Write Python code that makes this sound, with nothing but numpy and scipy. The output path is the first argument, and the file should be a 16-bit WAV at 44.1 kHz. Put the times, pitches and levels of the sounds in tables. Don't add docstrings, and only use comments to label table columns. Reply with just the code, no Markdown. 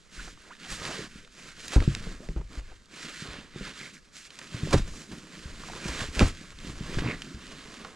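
import sys
import numpy as np
from scipy import signal
from scipy.fft import rfft, irfft, next_fast_len
from scipy.io import wavfile
from scipy.ndimage import uniform_filter1d

SR = 44100
rng = np.random.default_rng(int(sys.argv[2]) if len(sys.argv) > 2 else 0)


def unload_wav(signal):
    wavfile.write(
        sys.argv[1],
        SR,
        np.round(np.clip(np.atleast_2d(signal).T, -1, 1) * 32767).astype(np.int16),
    )


N = 350595
TIME = np.arange(N) / SR
MS = 1e-3


def undb(db):
    return 10 ** (np.asarray(db) / 20)


def unit(x):
    return x / np.sqrt(np.mean(x ** 2))


def peak(x):
    return x / np.abs(x).max()


def colour(x, points, tilt_db_per_oct=0):
    size = next_fast_len(x.shape[-1])
    hz, db = np.transpose(points)
    octave = np.log2(np.maximum(np.fft.rfftfreq(size, 1 / SR), 10))
    gain = undb(np.interp(octave, np.log2(hz), db) + tilt_db_per_oct * (octave - np.log2(1000)))
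    return irfft(rfft(x, size) * gain, size)[..., :x.shape[-1]]


def band(x, hz, q):
    return signal.lfilter(*signal.iirpeak(min(hz, SR / 3), max(q, .5), fs=SR), x)


def walk(rate_hz):
    hold = max(int(SR / rate_hz), 1)
    steps = np.repeat(rng.standard_normal(N // hold + 1), hold)[:N]
    return unit(uniform_filter1d(steps, hold))


def swell(start_s, length_s, crest, power):
    corners_s = [start_s, start_s + length_s * np.clip(crest, .05, .95), start_s + length_s]
    return np.sin(np.pi / 2 * np.interp(TIME, corners_s, [0, 1, 0])) ** power


def add(track, start_s, sound):
    i = int(start_s * SR)
    track[..., i:i + sound.shape[-1]] += sound[..., :N - i]


def spread(mid, side, side_db):
    return mid + undb(side_db) * side * np.array([[1], [-1]])


def friction(speed_power=1.135):
    # start_s, length_s, crest_fraction, level_db, sheen_rel_db, rasp_rel_db, rub_db
    strokes = [(0.083, 0.28, 0.55, -46, -5, -10.5, -59), (0.256, 0.56, 0.34, -56.5, -8.5, -10.5, -70),
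               (0.574, 0.11, 0.8, -42, -13, -15, -56.5), (.66, .16, 0.33, -41.5, -4, -15, -53),
               (0.752, 0.27, 0.43, -37, -9, -6, -52), (0.925, .17, 0.43, -40, -10.5, -7.5, -51),
               (1.054, .22, 0.49, -51, -8, -17, -61), (1.274, 0.32, 0.55, -49, -7, -10, -63),
               (1.517, 0.27, 0.77, -43, -6, -12, -57.5), (1.746, 0.36, 0.29, -43.5, -9, -10, -51),
               (2.006, 0.21, 0.25, -46.5, -9, -5, -53), (2.144, 0.32, 0.23, -55, -6, -4, -56.5),
               (2.472, .14, 0.82, -49, -8, -5, -57), (2.58, 0.2, 0.93, -55.5, -11, -9, -66),
               (2.875, .25, 0.83, -42, -8.5, -8, -56), (3.041, 0.25, 0.74, -41, -9, -18.5, -58),
               (3.237, 0.29, 0.074, -42.5, -14.5, -5, -55), (3.482, .26, 0.83, -41, -13, -11.5, -52),
               (3.709, 0.26, 0.37, -44, -9, -14.5, -58), (3.928, 0.08, 0.17, -51, -5, -25, -58),
               (4.119, 0.12, 0.51, -48, -3.5, -33, -71), (4.176, .11, 0.78, -48, -5, -33, -83),
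               (4.23, 0.39, 0.61, -48.5, -8, -13, -63), (4.478, 0.49, 0.28, -43, -9, -7.5, -48.5),
               (4.828, 0.27, 0.54, -49, -2.5, -7.5, -53.5), (5.05, 0.21, 0.31, -51.5, -4.5, -7, -49.5),
               (5.116, 0.86, 0.25, -49.5, -7.5, -8, -53.5), (5.5, 0.44, 0.52, -44.5, -8.5, -8, -57),
               (5.745, 0.4, 0.59, -36, -8.5, -6.5, -49.5), (6.105, 0.24, 0.47, -34.5, -7.5, -5, -42.5),
               (6.286, 0.35, 0.26, -48, -8.5, -11.5, -59), (6.549, 0.36, 0.34, -46, -8, -6, -51),
               (6.748, 0.28, 0.88, -39.5, -11, -6, -48), (6.991, 0.2, 0.36, -38.5, -15.5, -1.5, -45),
               (7.1, 0.49, 0.12, -48, -9, -7.5, -52), (7.354, 0.43, 0.34, -47, -9.5, -6.5, -59),
               (7.582, 0.49, 0.34, -49.5, -8.5, -0.5, -57)]
    rest_db = (-62.5, -68.5, -69, -72.5)
    power = undb(rest_db)[:, None] ** 2 * np.ones(N)
    for start_s, length_s, crest, level_db, sheen_rel_db, rasp_rel_db, rub_db in strokes:
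        gains = undb([level_db, level_db + sheen_rel_db, level_db + rasp_rel_db, rub_db])
        power += np.outer(gains ** 2, swell(start_s, length_s, crest, speed_power) ** 2)
    return np.sqrt(power)


def fibres(rate_hz, scatter_db, crinkle_db):
    sizes = undb(scatter_db * np.minimum(rng.exponential(size=N), 5))
    buckles = (rng.random(N) < rate_hz / SR) * sizes * rng.choice([-1, 1], N)
    return unit(rng.standard_normal(N) + undb(crinkle_db) * unit(buckles))


def cloth(hiss_gain, sheen_gain, rasp_gain):
    # freq_hz, gain_db
    hiss_eq = [(530, -27), (900, -21.5), (1250, 0), (1630, 4), (1820, 3), (2140, 2.5), (2970, 0.5),
               (4560, -4), (6050, -19.5), (7000, -26.5), (9100, -20), (15400, -120)]
    sheen_eq = [(3000, -13.5), (5000, -3), (6200, -1.5), (7500, -1), (8300, -7), (9800, -10), (11000, -19),
                (12500, -21), (14500, -39), (16000, -55)]
    rasp_eq = [(250, -2.5), (420, 2), (600, -1.5), (820, -8), (1100, -1), (1700, -11), (3000, -54)]
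    jerks_db = 0.97 * walk(45) + 0.36 * walk(220)
    grain = fibres(rate_hz=900, scatter_db=3.5, crinkle_db=-4.5)
    folds = sum(band(grain, hz, q=6) * undb(3 * walk(22)) for hz in np.geomspace(950, 7000, num=16))
    hiss_mid = unit(colour(unit(folds) + 0.64 * grain, hiss_eq))
    hiss = spread(hiss_mid, unit(colour(rng.standard_normal(N), hiss_eq)), side_db=-31)
    sheen_mid = unit(colour(grain, sheen_eq))
    sheen = spread(sheen_mid, unit(colour(rng.standard_normal(N), sheen_eq)), side_db=-12)
    coarse_grain = fibres(rate_hz=250, scatter_db=0.5, crinkle_db=2.5)
    rasp = unit(colour(coarse_grain, rasp_eq)) * undb(2 * walk(30))
    return undb(jerks_db) * (undb(-3.6) * hiss_gain * hiss + sheen_gain * sheen + rasp_gain * rasp)


def board_rub(gain):
    # freq_hz, gain_db
    rub_eq = [(50, -6), (95, -20.5), (150, 4.5), (220, 3), (310, -0.5), (420, -10), (600, -21), (1200, -47)]
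    grain = fibres(rate_hz=90, scatter_db=3, crinkle_db=-0.5)
    return unit(colour(grain, rub_eq)) * gain * undb(1.85 * walk(25) + 5.5)


def billows(crest=0.33, rest_db=-62):
    # freq_hz, gain_db
    billow_eq = [(10, 9.5), (28, 5.5), (45, 4), (70, -5.5), (105, -5), (220, -60)]
    # fullest_s, length_s, level_db
    fills = [(.24, 0.33, -44.5), (0.724, 0.17, -39), (1.145, 0.42, -54), (1.55, 0.59, -59),
             (1.946, 0.5, -37.5), (2.3, 0.69, -47), (2.656, 0.32, -48), (3.35, .6, -55), (3.676, 0.19, -55),
             (4.758, .4, -30.5), (5.557, 0.78, -46.5), (5.997, 0.25, -37), (6.29, 0.21, -41.5),
             (6.724, 0.97, -40), (6.964, 0.13, -32), (7.16, 0.15, -52), (7.5, 0.38, -54)]
    flow = sum(undb(level_db) * swell(fullest_s - crest * length_s, length_s, crest, power=1.8)
               for fullest_s, length_s, level_db in fills)
    return unit(colour(rng.standard_normal(N), billow_eq)) * (flow + undb(rest_db))


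def knocks(heave_t60_s=0.13, heave_rise_ms=2.1, spot_db=1):
    # start_s, peak_db, contact_ms, tautness_pitch_ratio, heave_db, heave_hz
    hits = [(.178, -44, 4.3, 1.16, -34, 43.2), (0.992, -31, 0.94, 1.05, -55, 60),
            (1.157, -35.5, 3.5, 1.68, -51, 60), (1.762, -13.5, 4.5, 0.98, -7.5, 60),
            (1.78, -17, 1.8, 0.87, -13.5, 33), (1.805, -17, 13, 0.81, -27, 34),
            (1.819, -30, 0.86, 1.25, -40, 69.6), (1.877, -9, 3.8, 1.14, -20, 60),
            (2.071, -28.5, 1, 1.46, -28.5, 35.3), (2.204, -35, 1.1, 1.65, -50, 49),
            (2.289, -25, 2, 1.32, -24.5, 37.5), (2.363, -24, 1.6, 1.09, -20.5, 55.4),
            (2.4, -32.5, 5.8, 1.33, -29, 39.7), (2.451, -50, 4.6, 0.82, -36, 50.5),
            (2.575, -34.5, 2.6, 0.97, -25, 49.5), (3.222, -30.5, 2.4, 1.28, -55, 60),
            (3.287, -35, 2.4, 0.72, -35, 50.4), (3.386, -36.5, 3, 1.7, -56, 60),
            (3.56, -28, 1.5, 1.18, -55, 60), (3.61, -27.5, 1.6, 1.64, -34.5, 40),
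            (3.812, -37, 1.4, 1.26, -58, 60), (4.545, -23.5, 3.3, 0.99, -50, 75),
            (4.632, -17.5, 5.5, 1.26, -46, 70.6), (4.652, -29.5, 4.6, 0.81, -42, 60),
            (4.7427, -6, 1.13, 1.1, -15.5, 87.5), (4.764, -21.5, 5.5, 1.2, -17.5, 35.7),
            (4.796, -21, 1.7, 0.67, -22, 42.2), (5.115, -32, 1.24, 1.03, -42, 60),
            (5.456, -33.5, 6.6, 1.23, -35, 71), (5.857, -24.5, 1.7, 1.16, -34, 60),
            (5.892, -48, 2.9, 1, -28, 60), (6.017, -26.5, 3.3, .9, -46, 60),
            (6.085, -47, 4.4, .87, -32, 66.4), (6.17, -32, 3.5, 1.7, -22.5, 51),
            (6.208, -15, 0.78, 0.74, -18, 70.4), (6.216, -8.5, 2.1, .8, -13.5, 81.4),
            (6.2219, -7, 1.25, 0.93, -11.5, 34), (6.695, -30.5, 4.4, 0.94, -50, 60),
            (6.808, -24.5, 3.4, 1.3, -48, 60), (6.972, -19, 3.4, 0.96, -22, 52),
            (7.043, -24.5, 3.3, 0.99, -52, 70), (7.059, -19.5, 2.7, 0.95, -45, 70),
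            (7.084, -23.5, 2.9, 1.33, -42, 70), (7.345, -33, 3.5, 0.86, -34, 64)]
    # pitch_hz, level_db, t60_s
    modes = [(93.4, -22.5, 0.46), (121.9, -5, 0.15), (155, 2.5, 0.039), (196, -16.5, 0.039),
             (243.5, -2.5, 0.071), (296, -2.5, 0.1), (359, -66, 0.044), (474, -36, 0.15), (567, -12, 0.049),
             (683, -6, 0.045)]
    out, t = np.zeros(N), TIME[:SR // 2]
    mode_hz, mode_db, t60_s = np.transpose(modes)[..., None]
    mode_decay = undb(-60 * t / t60_s)
    heave_envelope = undb(-60 * t / heave_t60_s) * (1 - np.exp(-t / (heave_rise_ms * MS)))
    for start_s, peak_db, contact_ms, tautness, heave_db, heave_hz in hits:
        weights = undb(mode_db + spot_db * rng.standard_normal(mode_hz.shape))
        ring = np.sum(weights * np.cos(2 * np.pi * mode_hz * tautness * t) * mode_decay, axis=0)
        age = t / (contact_ms * MS)
        push = age ** 2 * np.exp(-4 * age)
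        knock = signal.fftconvolve(push, ring)[:len(t)]
        heave = np.sin(2 * np.pi * heave_hz * t) * heave_envelope
        add(out, start_s, undb(peak_db) * peak(knock) + undb(heave_db) * peak(heave))
    return out


def slaps():
    # contact_s, level_db, swell_ms, fade_ms, tilt_db_per_oct
    bursts = [(.28, -41, 4.4, 4.6, 5), (0.725, -37, 19, 27, 10.5), (1.682, -31.5, 0.69, 2.1, 13),
              (1.737, -30.5, 11.5, 25, 8.5), (1.759, -23, 1.3, 20, -2.5), (1.821, -29.5, 3, 7.3, -2),
              (2.068, -40, 13, 18, -6.5), (2.289, -25, .6, 1.9, -8.5), (2.362, -42, 0.89, 30, 1.5),
              (2.414, -43, 3, 4.3, 2.5), (2.721, -50, 5.1, 12, 0.5), (3.678, -37.5, 2.2, 2.7, 7),
              (4.391, -33, 0.39, 2.1, 8.5), (4.674, -31, 2.4, 3.2, -1), (4.708, -33.5, 0.41, 11, 8),
              (4.732, -21, 3.8, 14, 7.5), (4.742, -14, 7, 7.1, -1.5), (4.781, -34.5, 12, 16, 8.5),
              (5.120, -44, 5, 28, 7.5), (5.883, -35.5, 6.2, 12, 9), (6.211, -14, 1.2, 2.6, 0),
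              (6.224, -24, 22, 12, 3), (6.283, -42, 11, 7.3, 15), (6.986, -28.5, 0.86, 5.8, 0)]
    # freq_hz, gain_db
    slap_eq = [(60, 0), (200, 22), (330, 28.5), (700, 17.5), (1200, 13), (2200, 3.5), (4500, -8.5),
               (7500, -18), (10000, -30), (12000, -44), (15000, -55)]
    out, lead = np.zeros((2, N)), SR // 8
    t = TIME[:2 * lead] - TIME[lead]
    for contact_s, level_db, swell_ms, fade_ms, tilt_db_per_oct in bursts:
        mid, side = unit(colour(rng.standard_normal((2, len(t))), slap_eq, tilt_db_per_oct))
        envelope = np.exp(-np.abs(t) / (MS * np.where(t < 0, swell_ms, fade_ms)))
        add(out, contact_s - TIME[lead], undb(level_db) * envelope * spread(mid, side, side_db=-41))
    return out


def snaps(crackle=0.3, top_hz=8000):
    # start_s, peak_db, centre_hz, decay_ms
    pops = [(.375, -42, 1000, 2), (0.552, -39, 2200, 2.1), (1.248, -41.5, 2500, 2.2),
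            (1.275, -42.5, 1500, 2.1), (1.8038, -22.5, 1720, 1.5), (1.825, -28, 1280, 1.7),
            (1.9503, -17, 3070, 1.06), (1.961, -34.5, 750, 2), (2.288, -33.5, 2160, 2),
            (2.858, -45, 6140, 1.1), (3.333, -29, 2480, 1.2), (3.813, -32, 2080, 2.3),
            (4.305, -35, 3000, 2.5), (4.3895, -26.5, 3000, 0.61), (4.415, -30, 1870, 2.4),
            (5.636, -33, 1040, 2.5), (5.685, -33.5, 870, 3.5), (5.699, -33.5, 820, 3.7),
            (5.734, -31, 1000, 3.2), (6.194, -7.5, 2820, 1.05), (6.2045, -15, 2500, 2.5),
            (6.588, -33, 3420, 2.5), (6.986, -24.5, 1830, 2.4), (6.991, -23, 2000, 2.6),
            (7.220, -23, 2600, 2.3), (7.8481, -29.5, 1110, 4.6)]
    out, t = np.zeros(N), TIME[:SR // 20]
    lowpass = signal.butter(3, top_hz, fs=SR)
    for start_s, peak_db, centre_hz, decay_ms in pops:
        crack = (t == 0) + crackle * rng.standard_normal(len(t)) * np.exp(-t / (decay_ms * MS))
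        pitched = band(crack, centre_hz, q=.3 + .8 * decay_ms)
        add(out, start_s, undb(peak_db) * peak(signal.lfilter(*lowpass, pitched)))
    return out


def squeaks(jitter=0.125):
    # middle_s, length_s, level_db, pitch_hz, glide_oct_per_s
    chirps = [(0.205, 0.098, -51, 1600, 0), (0.466, 0.055, -58, 1630, 5), (0.507, 0.036, -52, 1640, -4),
              (0.66, 0.065, -56.5, 747, -4.5), (0.907, 0.083, -43.5, 626, -3.5),
              (0.992, 0.087, -45, 399.5, -3.5), (1.247, 0.065, -56.5, 500, 4.5),
              (2.242, .08, -59, 646, 5.5), (3.832, 0.17, -50.5, 2020, 1), (3.973, 0.059, -57, 1800, -10),
              (7.106, 0.16, -40.5, 2200, -4)]
    out = np.zeros(N)
    for middle_s, length_s, level_db, pitch_hz, glide_oct_per_s in chirps:
        t = TIME[:int(length_s * SR)] - length_s / 2
        slip_hz = pitch_hz * 2 ** (glide_oct_per_s * t) * (1 + jitter * walk(pitch_hz / 2)[:len(t)])
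        grip = np.hanning(len(t)) * undb(4.7 * walk(300)[:len(t)])
        tone = unit(np.sin(2 * np.pi * np.cumsum(slip_hz) / SR))
        add(out, middle_s - length_s / 2, undb(level_db) * grip * tone)
    return out


def scrape(jitter=0.08):
    # time_s, thread_rate_hz, level_db
    path = [(.47, 350, -62), (.494, 414, -62), (.508, 940, -50), (.521, 1240, -47), (.533, 1760, -51),
            (.546, 2100, -53)]
    time_s, thread_rate_hz, level_db = np.transpose(path)
    skip_hz = np.interp(TIME, time_s, thread_rate_hz) * (1 + jitter * walk(1000))
    phase = 2 * np.pi * np.cumsum(skip_hz) / SR
    envelope = undb(np.interp(TIME, time_s, level_db)) * (TIME > time_s[0]) * (TIME < time_s[-1])
    grip = undb(3 * walk(500))
    return envelope * unit(grip * (np.sin(phase) + .35 * np.sin(2 * phase)))


def open_air():
    # freq_hz, gain_db
    air_eq = [(20, 11), (80, -10), (300, -8.5), (800, -20), (1500, -12), (4000, -37), (8000, -43),
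              (12000, -50), (15000, -70)]
    mid, side = unit(colour(rng.standard_normal((2, N)), air_eq))
    return undb(-73) * spread(mid, side, side_db=9.5)


def microphone(sound):
    # freq_hz, balance_db, lead_rad
    ports = [(60, 0.9, -0.045), (240, -1, 0.17), (500, -2.5, -0.27), (1000, -4.5, -0.1),
             (2000, -2.5, -0.39), (3000, -3.5, -0.77), (5000, -2.6, -0.56), (7960, -1, 0.036),
             (11800, 0.8, -1.2)]
    size = next_fast_len(N)
    freq_hz, *columns = np.transpose(ports)
    balance_db, lead_rad = (np.interp(np.fft.rfftfreq(size, 1 / SR), freq_hz, c) for c in columns)
    share = np.array([[.5], [-.5]])
    response = undb(share * balance_db) * np.exp(1j * share * lead_rad)
    return irfft(rfft(sound, size) * response, size)[:, :N]


def scene():
    hiss_gain, sheen_gain, rasp_gain, rub_gain = friction()
    wriggling = cloth(hiss_gain, sheen_gain, rasp_gain) + board_rub(rub_gain) + billows()
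    return microphone(wriggling + knocks() + slaps() + snaps() + squeaks() + scrape() + open_air())


def record(dry):
    low_hz, top_hz = 10, 15000
    dry = signal.sosfilt(signal.butter(1, low_hz, "high", fs=SR, output="sos"), dry)
    return signal.sosfilt(signal.ellip(8, .2, 70, top_hz, fs=SR, output="sos"), dry)


dry = scene()
out = record(dry)
unload_wav(out)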